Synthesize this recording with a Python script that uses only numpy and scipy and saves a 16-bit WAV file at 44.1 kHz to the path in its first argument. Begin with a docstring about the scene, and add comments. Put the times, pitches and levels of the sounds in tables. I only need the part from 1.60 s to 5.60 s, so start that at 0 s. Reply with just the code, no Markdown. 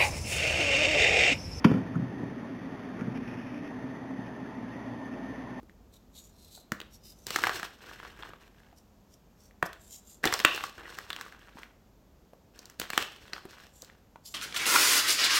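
"""A sharp knock and a rattle on the housing of a running ice cream maker, then a few softer bumps.
Each contact clicks the plastic and rings the heavy housing, and a small room answers.
Throughout, the motor hums, its fan rushes and whirrs, and the paddle churns the mix.
Midway a hand shifts its grip and something rubs in brief hisses; a thin whine rises near the end.
A narrow-band phone recorder adds a faint glassy sheen."""
import sys
import numpy as np
from scipy import signal
from scipy.fft import rfft, irfft, next_fast_len
from scipy.io import wavfile
from scipy.ndimage import map_coordinates

SR = 44100
rng = np.random.default_rng(int(sys.argv[2]) if len(sys.argv) > 2 else 0)


def dump_mix(stems):
    """Bounce the given channels to the path in sys.argv[1] as a 16-bit WAV at rate SR."""
    frames = np.atleast_2d(stems).T  # one column per channel
    limited = np.clip(frames, -1, 1)  # hard clip at full scale
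    pcm = np.round(limited * 32767).astype(np.int16)
    wavfile.write(sys.argv[1], SR, pcm)


N = 176400

# motor hum partials (frequency [Hz], level [dB])
HUM_TONES = [(58.4, -60), (117.5, -55.5), (131, -53.5), (175, -54.5), (195, -55), (235, -52), (255, -50),
             (266, -52), (295, -53), (352, -61), (402, -60)]
# colour of the drive's rumble (frequency [Hz], relative density [dB])
RUMBLE_SPECTRUM = [(20, -47), (40, -37), (60, -24), (90, -10.5), (115, -4.5), (148, -10.5), (170, -2),
                   (205, -2), (262, 4), (295, -2), (335, -6.5), (400, -9), (480, -12.5), (700, -28.5),
                   (1500, -69.5)]
# rumble fader (time [s], level [dB])
RUMBLE_FADER = [(0, -46), (.3, -39.5), (.48, -40.5), (.62, -35.5), (.78, -42), (1.33, -42), (1.46, -37.5),
                (1.6, -41), (2.1, -44), (2.4, -42.5), (3, -43.5), (4, -43)]
# knocks and bumps (time [s], click gain [dB], thump gain [dB], click low cut [Hz],
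# click high cut [Hz], thump high cut [Hz], thump rise [s], share of free ringing time [ratio])
KNOCK_CUES = [(0.0438, -12.5, -18.5, 700, 3500, 594, 0.00078, 0.28),
              (0.047, -12.5, -8.5, 700, 3600, 1200, 0.002, 0.95),
              (0.1125, -20.5, -6.5, 398, 1520, 786, 0.00097, 0.11),
              (.139, -30, -17, 500, 2440, 695, 0.0039, 1), (0.174, -31, -22.5, 800, 1650, 700, 0.0019, 0.5),
              (.346, -30.5, -42, 1100, 1450, 600, 0.0022, .3),
              (0.3546, -27, -6.5, 1110, 1510, 222.6, 0.0084, .45),
              (0.391, -55, -17, 600, 1200, 231, 0.0015, 0.32),
              (0.424, -57, -25.5, 600, 1200, 410, 0.003, 0.34),
              (0.629, -57, -23, 600, 1200, 347, 0.0025, 0.69),
              (1.41, -32, -24.5, 700, 2100, 255, 0.0015, 0.39),
              (1.474, -42, -19.5, 596, 1200, 220, 0.0027, 0.51),
              (2.237, -55, -22.5, 600, 1000, 497, 0.0043, 0.4),
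              (2.363, -53, -29, 600, 1000, 500, 0.0073, 0.49),
              (2.585, -52, -25.5, 580, 1000, 347, 0.0022, 0.33)]
# heavy modes of the housing (frequency [Hz], level [dB], t60 [s])
HOUSING_MODES = [(128, -17, 0.73), (166.8, -10, 0.168), (192, -5.5, 0.11), (218, 1.5, 0.069),
                 (262.5, -3.5, 0.17), (309, -11, 0.057), (404.5, -17.5, 0.21), (509, -22, 0.26),
                 (650, -27.5, 0.26), (743, -21, 0.077)]
# bright modes of the plastic (frequency [Hz], level [dB], t60 [s])
PLASTIC_MODES = [(1027, -13, 0.03), (1280, -9, 0.01), (1426, -8.5, 0.021), (1760, -9, 0.016),
                 (2320, -14, 0.018), (2560, -14, .012), (3080, -19, 0.014)]
# colour of the plastic's short crack (frequency [Hz], relative density [dB])
CRACK_SPECTRUM = [(200, -1), (750, -3.5), (1050, -2.5), (1400, -4), (1800, 0), (2300, -5), (2800, -7),
                  (3300, -5), (4000, -13)]
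# colour of the fan's rush (frequency [Hz], relative density [dB])
AIR_SPECTRUM = [(100, -15.5), (400, -2.5), (650, 0.5), (900, -5), (1150, -3), (1500, -6), (2100, -7.5),
                (2500, -10), (2900, -13.5), (3400, -12.5), (4000, -12.5)]
# fan rush fader (time [s], level [dB])
AIR_FADER = [(0, -45.5), (.6, -45.5), (1.2, -45), (1.9, -46.5), (2.4, -46.5), (3, -46), (3.7, -46),
             (4, -46)]
# fan whirr fader (time [s], level [dB])
WHIRR_FADER = [(0, -56), (.52, -55.5), (.605, -50), (.68, -56), (1.3, -56.5), (1.85, -55), (2.3, -53),
               (3, -54.5), (3.5, -55), (4, -55.5)]
# colour of the churning mix (frequency [Hz], relative density [dB])
CHURN_SPECTRUM = [(450, -22), (560, -3.5), (660, -1.5), (740, -6), (860, -1.5), (960, -5.5), (1060, -3),
                  (1200, -25), (1600, -28.5)]
# churn fader, louder close to the bowl (time [s], level [dB])
CHURN_FADER = [(0, -54), (1.8, -54), (2.4, -50), (3.2, -49.5), (4, -49.5)]
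# gear tones radiated by the bowl (frequency [Hz], level against the churn [dB])
GEAR_TONES = [(641, -7), (768, -11.5), (888, -12.5)]
# rubbing strokes (time [s], length [s], level [dB])
RUB_CUES = [(1.492, 0.049, -54.5), (1.542, 0.048, -45.5), (1.584, 0.097, -52), (1.665, 0.042, -46),
            (1.695, 0.076, -49.5), (1.766, 0.079, -48), (1.825, 0.1, -50), (1.912, 0.11, -50.5),
            (2.02, 0.092, -52), (2.647, 0.045, -52), (3.11, 0.07, -54), (3.524, 0.029, -50.5)]
# colour of the rubbing hiss (frequency [Hz], relative density [dB])
RUB_SPECTRUM = [(900, -7), (1900, -7), (2250, -4), (2500, 1), (2750, -6.5), (3200, -12), (4000, -23.5)]
# colour of the hand's dull rustle (frequency [Hz], relative density [dB])
RUSTLE_SPECTRUM = [(100, -8), (170, 18), (300, 1), (450, 6), (700, -10), (1200, -4), (2100, -10),
                   (3000, -25), (4000, -32)]
# whine fader, up close to the bowl (time [s], level [dB])
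WHINE_FADER = [(0, -63), (2.5, -69), (3.25, -74), (3.45, -52.5), (4, -52.5)]
# decay of the small room (frequency [Hz], t60 [s])
ROOM_DECAY = [(100, 0.77), (300, 0.84), (1000, 0.46), (4000, 0.57)]

SPEED_DRIFT = 0.00693  # share of the running speed


def motor(waver_db=5):
    """Hum partials drift together and waver with the load, over the rumble of the drive."""
    run_time = np.cumsum(1 + SPEED_DRIFT * wobble(5.6)) / SR
    hum = np.zeros(N)
    for hz, db in HUM_TONES:
        hum += amp(db + waver_db * wobble(6)) * np.sin(2 * np.pi * (hz * run_time + rng.random()))
    rumble = amp(curve(RUMBLE_FADER) + 0.61 * wobble(22.49)) * noise(RUMBLE_SPECTRUM)
    return hum + rumble


def knocks(crack_db=-3.5, crack_t60_s=0.036, thump_lag_s=0.00256):
    """Each contact clicks the plastic and swings the housing; soft ones are duller, held ones die fast."""
    track = np.zeros(N)
    t = np.arange(SR * 2 // 3) / SR
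    for s, click_db, thump_db, low_hz, high_hz, thump_hz, rise_s, ring_share in KNOCK_CUES:
        crack = amp(crack_db - 60 * t / crack_t60_s) * noise(CRACK_SPECTRUM)[:len(t)]
        plastic = ring(PLASTIC_MODES, t, attack_s=0.0001, scatter_db=5.5)
        click = band(plastic + crack, low_hz, high_hz)
        damped_modes = [(hz, db, t60 * ring_share) for hz, db, t60 in HOUSING_MODES]
        housing = ring(damped_modes, t, attack_s=rise_s, scatter_db=1.5)
        thump = band(housing, low_hz=106, high_hz=thump_hz)
        add(track, s, amp(click_db) * in_room(click, wet_db=-8))
        add(track, s + thump_lag_s, amp(thump_db) * in_room(thump, wet_db=-8.5))
    return track


def fan(whirr_hz=1838, wander_hz=29.92, jitter_hz=100):
    """A rush of air and a raspy whirr of restless pitch, fluttering slightly together."""
    flutter_db = 0.5 * wobble(29.99) + 0.34 * wobble(8.36)
    air = amp(curve(AIR_FADER) + flutter_db) * noise(AIR_SPECTRUM)
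    pitch_hz = whirr_hz + wander_hz * wobble(13) + jitter_hz * wobble(400)
    rasp = amp(2.5 * wobble(170))
    whirr = unit(rasp * np.sin(2 * np.pi * np.cumsum(pitch_hz) / SR))
    return air + amp(curve(WHIRR_FADER) + flutter_db) * whirr


def paddle(waver_db=4.5):
    """The paddle turns the mix with a lumpy, hollow churn; faint gear tones sound through the bowl."""
    run_time = np.cumsum(1 + SPEED_DRIFT * wobble(6)) / SR
    gears = sum(amp(db + waver_db * wobble(6)) * np.sin(2 * np.pi * hz * run_time)
                for hz, db in GEAR_TONES)
    churn = grainy_noise(CHURN_SPECTRUM, depth_db=2.7, rate_hz=35)
    return amp(curve(CHURN_FADER)) * (gears + churn)


def rubbing():
    """Short rubbing strokes swell and fade in a grainy hiss: an overlapping run, then a few strays."""
    pressure = np.zeros(N)
    for s, length_s, db in RUB_CUES:
        stroke = np.sqrt(np.hanning(round(length_s * SR)))
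        add(pressure, s, amp(db) * stroke)
    return pressure * grainy_noise(RUB_SPECTRUM, depth_db=2.2, rate_hz=180)


def hand_rustle(start_s=1.383, attack_s=0.0022, t60_s=0.34, gain_db=-35):
    """A hand shifts its grip: one soft, grainy scuff that starts quickly and fades."""
    t = np.maximum(np.arange(N) / SR - start_s, 0)
    envelope = (1 - np.exp(-t / attack_s)) * amp(gain_db - 60 * t / t60_s)
    return envelope * grainy_noise(RUSTLE_SPECTRUM, depth_db=2.2, rate_hz=160)


def whine(pitch_hz=1800, jitter_hz=16, waver_db=2):
    """One thin, unsteady motor tone."""
    phase = 2 * np.pi * np.cumsum(pitch_hz + jitter_hz * wobble(60)) / SR
    return amp(curve(WHINE_FADER) + waver_db * wobble(12)) * np.sin(phase)


def in_room(x, wet_db):
    """A sound plus the room's diffuse tail, in which the lows hang longest."""
    hz, t, spectrogram = signal.stft(rng.standard_normal(SR // 2), SR, nperseg=256)
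    decay = amp(-60 * t / along(ROOM_DECAY, hz)[:, None])
    _, tail = signal.istft(spectrogram * decay, SR, nperseg=256)
    reverb = signal.fftconvolve(x, tail / np.linalg.norm(tail))[:len(x)]
    return x + amp(wet_db) * reverb


def ring(modes, t, attack_s, scatter_db):
    """Damped modes, balanced a little differently at each blow."""
    swing = sum(amp(db + scatter_db * rng.standard_normal() - 60 * t / t60) * np.sin(2 * np.pi * hz * t)
                for hz, db, t60 in modes)
    return swing * (1 - np.exp(-t / attack_s))


def noise(spectrum):
    """Coloured noise of rms 1."""
    return unit(filtered(rng.standard_normal(N), lambda hz: amp(along(spectrum, hz))))


def grainy_noise(spectrum, depth_db, rate_hz):
    """Coloured noise of rms 1 with a flickering level."""
    return unit(amp(depth_db * wobble(rate_hz)) * noise(spectrum))


def wobble(rate_hz):
    """A smooth random curve with rate_hz knots a second."""
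    return map_coordinates(rng.standard_normal(N // 100), [np.arange(N) * rate_hz / SR], mode="wrap")


def band(x, low_hz, high_hz):
    """Causal band-pass."""
    return signal.sosfilt(signal.butter(3, [low_hz, high_hz], "bandpass", fs=SR, output="sos"), x)


def filtered(x, response):
    """Zero-phase EQ; response gives the gain at each frequency."""
    size = next_fast_len(N + SR // 2)
    return irfft(rfft(x, size) * response(np.fft.rfftfreq(size, 1 / SR)), size)[:N]


def along(points, hz):
    """Read (frequency [Hz], value) points on a log axis."""
    knots_hz, values = np.transpose(points)
    return np.interp(np.log(hz + 1), np.log(knots_hz + 1), values)


def curve(fader):
    """A fader's level in dB at every sample."""
    return np.interp(np.arange(N) / SR, *np.transpose(fader))


def add(track, s, sound):
    """Mix a sound into the track at s seconds."""
    part = track[round(s * SR):][:len(sound)]
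    part += sound[:len(part)]


def amp(db):
    """Decibels to gain."""
    return 10 ** (np.asarray(db) / 20)


def unit(x):
    """Scale to rms 1."""
    return x / np.sqrt(np.mean(x ** 2) + 1e-20)


def scene():
    """The running machine and the handling noises, in mono."""
    machine = motor() + fan() + paddle() + whine()
    handling = knocks() + rubbing() + hand_rustle()
    return (machine + handling)[None]


def record(dry, rate_hz=8000, cutoff_hz=3750, top_hz=15600):
    """The phone joins slow samples by straight lines, mirroring the sound faintly into the treble."""
    t = np.arange(N) / SR
    ticks = np.arange(N * rate_hz // SR + 1) / rate_hz
    narrow = filtered(dry[0], lambda hz: 1 / np.sqrt(1 + (hz / cutoff_hz) ** 40))
    samples = np.interp(ticks, t, narrow)
    joined = np.interp(t, ticks, samples)
    return filtered(joined, lambda hz: hz < top_hz)[None]


dry = scene()
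out = record(dry)
dump_mix(out)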